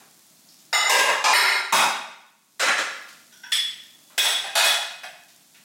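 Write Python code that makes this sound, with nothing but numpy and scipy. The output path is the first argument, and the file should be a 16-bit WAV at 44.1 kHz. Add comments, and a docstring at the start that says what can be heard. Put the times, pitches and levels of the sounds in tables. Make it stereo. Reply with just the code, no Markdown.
"""Clanks ring out in a hard, echoing kitchen: a lid, a pot and a pan are set down on a stone counter,
then a spoon knocks on a bowl, while food sizzles faintly and hands scuff. Each impact excites the
object's modes: dense, short-lived ones clatter and clear ones ring, all heard by way of the room.
A limiter flattens each loud clank, so the echo swells up behind it; after the long run of clanks
it stays down for a moment and the sizzle sinks."""
import sys
import numpy as np
from scipy import signal
from scipy.fft import rfft, irfft
from scipy.io import wavfile
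from scipy.ndimage import uniform_filter1d, minimum_filter1d

SR = 44100
rng = np.random.default_rng(int(sys.argv[2]) if len(sys.argv) > 2 else 0)


def bounce(signal):
    """Save signal as a 16-bit WAV file at the path given by the first command-line argument."""
    frames = np.transpose(np.atleast_2d(signal))
    limited = np.clip(frames, -1, 1)
    pcm = np.round(limited * 32767).astype(np.int16)
    wavfile.write(sys.argv[1], SR, pcm)


N = 248841
SIZE = 49152  # samples in one impact with its echo
T = np.arange(SIZE) / SR
HZ = np.fft.rfftfreq(SIZE, 1 / SR)


def gain_of(db):
    """The decibel scale: 20 dB is a factor of ten in amplitude."""
    return 10 ** (np.asarray(db) / 20)


def rms(x):
    """Effective amplitude: the root of the mean square."""
    return np.sqrt(np.mean(x ** 2) + 1e-20)


def curve_at(points, hz):
    """Interpolation on a logarithmic frequency axis."""
    points_hz, values = np.transpose(points)
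    return np.interp(np.log(hz + 1), np.log(points_hz + 1), values)


def decay(t, t60):
    """Exponential damping: the amplitude falls 60 dB in t60 seconds."""
    return np.exp(-np.log(1000) * t / t60)


def minimum_phase(db):
    """Causality: a filter with this gain on HZ and no response before the blow."""
    log_gain = np.log(gain_of(np.r_[db, db[-2:0:-1]]))
    return np.exp(np.conj(signal.hilbert(log_gain)))[:len(db)]


def at_level(spectrum, db):
    """Normalisation: the waveform whose mid channel has this level over its first 50 ms."""
    sound = irfft(spectrum)
    return gain_of(db) * sound / rms(sound[0, :SR // 20])


def add(mix, start_s, sound):
    """Superposition: a sound adds to the mix from start_s on."""
    part = mix[:, max(round(start_s * SR), 0):][:, :SIZE]
    part += sound[:, :part.shape[1]]


# Width of the sound at two microphones: frequency_hz, side_to_mid_db
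STEREO_WIDTH = [(100, -20), (250, -20), (500, -15), (1000, -11), (2000, -9.7), (4000, -8.5), (12000, -8.5)]
def mid_side_gains(hz):
    """Spatial coherence: long waves reach both microphones alike, so the bass has little side signal."""
    return gain_of([0 * hz, curve_at(STEREO_WIDTH, hz)])


# Spectrum of the sizzle and room hum: frequency_hz, relative_density_db
SIZZLE_SPECTRUM = [(18, -57), (30, -35), (178, 1.5), (301, -2), (496, -13), (645, -5.5), (931, -11),
                   (1060, -9.5), (1490, -12), (3030, -11.5), (3450, -8.5), (6830, -6.5), (15800, -13.5)]
def sizzle_and_hum(level_db=-54.5, spits_per_s=250, spit_size=6.4, spit_hz=3500):
    """Shot noise: tiny random spits of hot oil add treble to a steady hiss and hum."""
    hz = np.fft.rfftfreq(N, 1 / SR)
    spits = spit_size * rng.laplace(size=(2, N)) * (rng.random(N) < spits_per_s / SR)
    noise = rfft(rng.standard_normal((2, N))) + rfft(spits) * hz / (hz + spit_hz)
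    sound = irfft(noise * gain_of(curve_at(SIZZLE_SPECTRUM, hz)) * mid_side_gains(hz), N)
    return sound / rms(sound[0]) * gain_of(level_db)


# Reverberation time of the kitchen: frequency_hz, t60_s
REVERB_TIMES = [(150, .66), (400, .66), (1000, .7), (2700, .72), (6000, .63), (10000, .52), (15000, .42)]
def kitchen(early_boost=0.5, early_t60_s=0.26, build_s=0.0021):
    """Diffuse reverberation: the cook's body hides the direct path, so reflections carry it all."""
    hz, t, bands = signal.stft(rng.standard_normal((2, SIZE)), SR, nperseg=256)
    tail = signal.istft(bands * decay(t, curve_at(REVERB_TIMES, hz)[:, None]), SR)[1][:, :SIZE]
    early = 1 + early_boost * decay(T, early_t60_s)  # the tiles and counter answer first
    build_up = 1 - np.exp(-T / build_s)
    return rfft(tail * early * build_up) * mid_side_gains(HZ)


def contact(t60, density=0.08, impulse=1.47):
    """Impulsive excitation: the spectrum of one sharp touch and a dying chatter of tiny ones."""
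    chatter = rng.standard_normal(SIZE) * (rng.random(SIZE) < density) * decay(T, t60)
    return impulse + rfft(chatter) / np.linalg.norm(chatter)


# Soft hand scuffs and, at 5.033 s, the short, low ring of the last light tap on the bowl:
# start_s, level_db, centre_hz, width_octaves, t60_s
LIGHT_TOUCHES = [(0.0, -54.5, 807, 1.3, 0.29), (.484, -54.5, 5030, 0.25, 0.02),
                 (0.586, -59, 5330, 0.58, 0.034), (3.081, -50, 4260, 0.86, 0.47),
                 (4.10, -55, 890, 1.2, 0.48), (4.399, -50, 730, 1.9, 0.11), (5.033, -45, 707, 0.057, 0.069),
                 (5.281, -54, 4140, 1.1, 0.81), (5.543, -53, 2240, 0.87, 0.76)]
def light_touches():
    """Resonance: a chatter of contacts sounds as a scuff in a broad band and rings in a narrow one."""
    mix = np.zeros((2, N))
    for start_s, level_db, centre_hz, octaves, t60 in LIGHT_TOUCHES:
        resonance_db = -20 * np.log10(1 + (np.log2((HZ + 1) / centre_hz) / octaves) ** 2)
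        add(mix, start_s, at_level(kitchen() * contact(t60) * minimum_phase(resonance_db), level_db))
    return mix


def mode_spectra(modes, t60, damping_slope=0.17, split=0.01, count=4):
    """Mode splitting: an uneven rim turns each mode into close partners that beat as they decay."""
    hz = np.array(modes)[:, :1]
    t = T[:SIZE // 2]
    offsets = np.linspace(-1, 1, count)[:, None, None] + 0.11 * rng.uniform(-1.2, 1, (count, *hz.shape))
    partner_hz = hz * (1 + split * offsets)
    waves = np.sin(2 * np.pi * (partner_hz * t + rng.random(partner_hz.shape))).sum(0)
    mode_t60 = t60 * (2000 / hz) ** damping_slope  # high modes die sooner
    radiation = 1j * HZ / (1j * HZ + hz / 2)  # thin metal radiates little below its modes
    return radiation * rfft(waves * decay(t, mode_t60), SIZE)


# Clear, ringing modes: pitch_hz, then relative_level_db for each place struck
LID = [(370, -36, -28), (904, -21, -20), (1205, -10, -17), (1367, -36, -14), (1679, -40, -19),
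       (1810, -33, -17), (2067, -5, -25), (2137, -26, -13), (2239, -33, -18), (2440, -34, -21),
       (2610, -34, -21), (2939, -15, -15), (3477, -15, -29), (3875, -12, -12), (4231, -25, -36),
       (4425, -39, -25), (5243, -12, -14), (5383, -15, -21), (6879, -17, -23), (7041, -14, -27),
       (7375, -41, -27), (8301, -23, -19), (8871, -21, -24), (8947, -28, -24), (9603, -32, -20),
       (10992, -34, -27), (11531, -28, -28), (12618, -41, -29), (13242, -30, -28), (14240, -37, -37),
       (15220, -34, -44)]
POT = [(425, -26, -26, -27), (581, -18, -20, -28), (872, -18, -22, -14), (1022, -16, -14, -17),
       (1464, -26, -22, -14), (1614, -13, -20, -26), (1690, -19, -12, -29), (1981, -31, -19, -31),
       (2077, -18, -32, -31), (2444, -19, -10, -24), (2594, -18, -22, -18), (2810, -15, -14, -30),
       (3348, -32, -26, -21), (3606, -26, -24, -35), (3692, -37, -39, -18), (4963, -28, -20, -21),
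       (5404, -28, -25, -23), (5867, -43, -24, -40), (6158, -32, -21, -33), (7741, -27, -28, -34),
       (8118, -42, -32, -25), (9711, -35, -45, -29), (10766, -31, -54, -29)]
PAN = [(559, -20), (904, -20), (1399, -13), (1658, -17), (2056, -16), (2583, -22), (3197, -21), (4026, -18),
       (5340, -24), (5437, -23), (6093, -27), (7149, -24), (8311, -27), (9625, -32)]
BOWL = [(1453, -33, -32, -20), (1550, -38, -33, -16), (1625, -29, -27, -18), (2508, -36, -17, -12),
        (3391, -3, -9, -15), (3714, -36, -14, -27), (3822, -35, -33, -21), (4844, -26, -26, -31),
        (5221, -14, -30, -26), (5566, -18, -18, -32), (6212, -45, -24, -31), (7256, -40, -35, -25),
        (7913, -17, -28, -23), (8118, -21, -16, -31), (9377, -32, -34, -44), (9560, -30, -47, -34),
        (10346, -20, -19, -27), (10669, -29, -29, -25), (11294, -46, -32, -38), (13124, -25, -23, -34)]
SPOON = [(947, -15), (1421, -13), (1507, -10), (3262, -17), (3391, -13), (5598, -18), (5695, -15)]
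# Clatter of dense, short-lived modes: frequency_hz, then relative_density_db for each place struck
LID_BODY = [(95.3, -34.5, -28), (170, -20, -22), (302, -15, -19), (447, -12, -0.5), (650, -0.5, -3),
            (990, 10, 4), (1250, -8.5, -14), (1710, -19.5, 7), (2585, -19, -4), (3430, -3.5, -5),
            (5400, -13, -13), (8000, -25, -54.5), (11800, -41, -26.5), (15300, -35, -40.5)]
POT_BODY = [(90, -39, -58.5, -48), (169, -35.5, -13.5, -17.5), (323, -48.5, -3, -14.5),
            (445, -29, -26, -21), (637, 5, 6, -5), (920, 15.5, 12, 3.5), (1220, 0, 12, 1.5),
            (1820, -0.5, -19, -6.5), (2660, -21.5, -2, -4.5), (3500, -9.5, -3.5, -13),
            (5840, -14.5, -9.5, -14.5), (7950, -17.5, -18.5, -13.5), (11900, -23.5, -29, -21.5),
            (15200, -31, -45.5, -22.5)]
PAN_BODY = [(90, -27.5), (170, -22.5), (300, -12.5), (450, -9.5), (700, -5), (950, -7), (1250, -1.5),
            (1700, 0), (2500, -6), (3600, -8.5), (5500, -12.5), (8000, -14.5), (11000, -25), (15000, -34.5)]
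BOWL_BODY = [(89, -35, -49, -47), (170, -27, -21.5, -35), (300, -39, -17.5, -26.5),
             (472, -14.5, -10, -18.5), (707, -18, 3.5, 0), (980, -7, -2, -3), (1140, -6.5, -10.5, -7.5),
             (1740, 6, 7, 1.5), (2660, 1.5, -0.5, -6.5), (3330, 9, 3, 0.5), (5400, -4, -2.5, -6),
             (7900, -5.5, -5.5, -7), (10900, -5, -9.5, -9), (15000, -15, -7.5, -21.5)]
SPOON_BODY = [(90, -46), (300, -70), (650, -51), (950, 15.5), (1150, -22), (1500, 16.5), (1800, 5),
              (2300, -3), (3300, 7), (4500, -5.5), (5700, 7), (8000, -23), (15000, -48)]
# Each vibrating object: modes, clatter, ring_t60_s at 2 kHz
OBJECTS = {"lid": (LID, LID_BODY, 0.056), "pot": (POT, POT_BODY, 0.052), "pan": (PAN, PAN_BODY, 0.092),
           "bowl": (BOWL, BOWL_BODY, 0.071), "spoon": (SPOON, SPOON_BODY, 0.078)}
# Places struck, in the order of the level columns above: ring_over_clatter_db, bass_db
STRIKE_PLACES = {"lid": {"rim": (8, -8), "face": (1, -2)}, "pot": {"base": (0, -15), "wall": (-2, -3),
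                 "rim": (-4, -1)}, "pan": {"base": (-6, -2)}, "bowl": {"rim": (7, 2), "wall": (1.5, 2),
                 "base": (-5.5, 3)}, "spoon": {"tip": (-4, -10)}}
# Impacts: start_s, object, place, clatter_level_db, hardness_db (treble gain), chatter_t60_s
IMPACTS = [ (0.728, "lid", "rim", -15, 3, 0.017), (0.895, "pot", "base", -9, 8.5, 0.12),
           (0.988, "pot", "base", -15, 5, 0.016), (1.086, "pot", "base", -20, -20.5, 0.018),
           (1.240, "pot", "wall", 0.5, 9.5, 0.11), (1.333, "lid", "face", 2, 8, 0.14),
           (1.724, "pot", "rim", -0.5, 0, 0.093), (1.785, "pot", "rim", -13, -5, 0.058),
           (2.595, "pan", "base", -20, 3.5, 0.26), (2.621, "pan", "base", -19, -0.5, 0.17),
           (2.680, "pan", "base", -17.5, -7, 0.017), (2.779, "pan", "base", -23, 0, 0.15),
           (3.319, "spoon", "tip", -55.5, 10.5, 0.16), (3.432, "spoon", "tip", -40.5, -20, 0.019),
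           (3.518, "bowl", "rim", -26.5, -1.5, .02), (4.178, "bowl", "wall", -14.5, 0.5, 0.15),
           (4.245, "bowl", "wall", -22.5, -11.5, 0.022), (4.440, "bowl", "base", -34.5, -18, 0.21),
           (4.553, "bowl", "base", -6, -3.5, 0.22), (4.640, "bowl", "wall", -19, -3.5, 0.043),
           (5.032, "bowl", "base", -36.5, -8.5, 0.031), ]
def cookware(bass_hz=800, treble_hz=5000, thud_db_per_db=0.19):
    """Modal response to impact: each blow clatters and rings; a hard one is bright, a soft one thuds."""
    mix = np.zeros((2, N))
    spectra = {name: mode_spectra(modes, t60) for name, (modes, _, t60) in OBJECTS.items()}
    powers = {name: abs(spectrum) ** 2 for name, spectrum in spectra.items()}
    bass_shelf = 1 / (1 + (HZ / bass_hz) ** 4)
    treble_shelf = 1 - 1 / (1 + (HZ / treble_hz) ** 3)
    for start_s, name, place, level_db, hardness_db, chatter_t60 in IMPACTS:
        modes, body, _ = OBJECTS[name]
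        column = 1 + list(STRIKE_PLACES[name]).index(place)
        ring_db, bass_db = STRIKE_PLACES[name][place]
        path = kitchen() * contact(chatter_t60)
        body_db = curve_at(np.array(body)[:, [0, column]], HZ)
        thud_db = bass_db - thud_db_per_db * hardness_db
        clatter = minimum_phase(body_db + thud_db * bass_shelf + hardness_db * treble_shelf)
        path_gains = np.sqrt(powers[name] @ abs(path[0]) ** 2)
        amplitudes = gain_of(np.array(modes)[:, column]) / path_gains  # mode balance holds on arrival
        ring = (amplitudes * rng.choice([-1, 1], len(modes))) @ spectra[name]
        add(mix, start_s, at_level(path * clatter, level_db) + at_level(path * ring, level_db + ring_db))
    return mix


def scene():
    """Mid-side stereo: the sources add, then sum and difference give left and right."""
    mid, side = cookware() + light_touches() + sizzle_and_hum()
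    return np.array([mid + side, mid - side])


def limiter(sound, threshold_db=-17, ratio=4.73, release_db_per_s=63.5,
            memory_s=1.148, hold_share=1.24, hold_max_db=9.5, overshoot=0.38, settle_s=0.041):
    """Compression: the gain drops at once, recovers steadily and stays partly down after long overload."""
    power = abs(uniform_filter1d((sound ** 2).mean(0), size=128))
    needed_db = np.maximum(10 * np.log10(power + 1e-12) - threshold_db, 0) * (1 - 1 / ratio)
    t = np.arange(N) / SR
    release_db = t * release_db_per_s
    cut_db = np.maximum.accumulate(needed_db + release_db) - release_db
    cut_integral = np.cumsum(cut_db) / SR
    recent_db = (cut_integral - np.interp(t - memory_s, t, cut_integral)) / memory_s
    held_db = np.minimum(hold_share * recent_db, hold_max_db)  # this ducks the sizzle too
    cut_db = np.maximum(cut_db, held_db)
    pole = np.exp(-1 / (settle_s * SR))
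    settled_db = signal.lfilter([1 - pole], [1, -pole], cut_db)
    cut_db += overshoot * np.maximum(cut_db - settled_db, 0)  # a sudden clank is clamped too hard at first
    smooth_gain_db = uniform_filter1d(minimum_filter1d(-cut_db, size=64), size=64)
    return sound * gain_of(smooth_gain_db)


def record(dry, low_cut_hz=95, high_cut_hz=16000):
    """Band limiting: a high-pass filter comes before the limiter and a steep low-pass after it."""
    high_pass = signal.butter(3, low_cut_hz, "highpass", fs=SR, output="sos")
    low_pass = signal.firwin(511, high_cut_hz, window=("kaiser", 9), fs=SR)
    limited = limiter(signal.sosfilt(high_pass, dry))
    return signal.oaconvolve(limited, low_pass[None], "same")


dry = scene()
out = record(dry)
bounce(out)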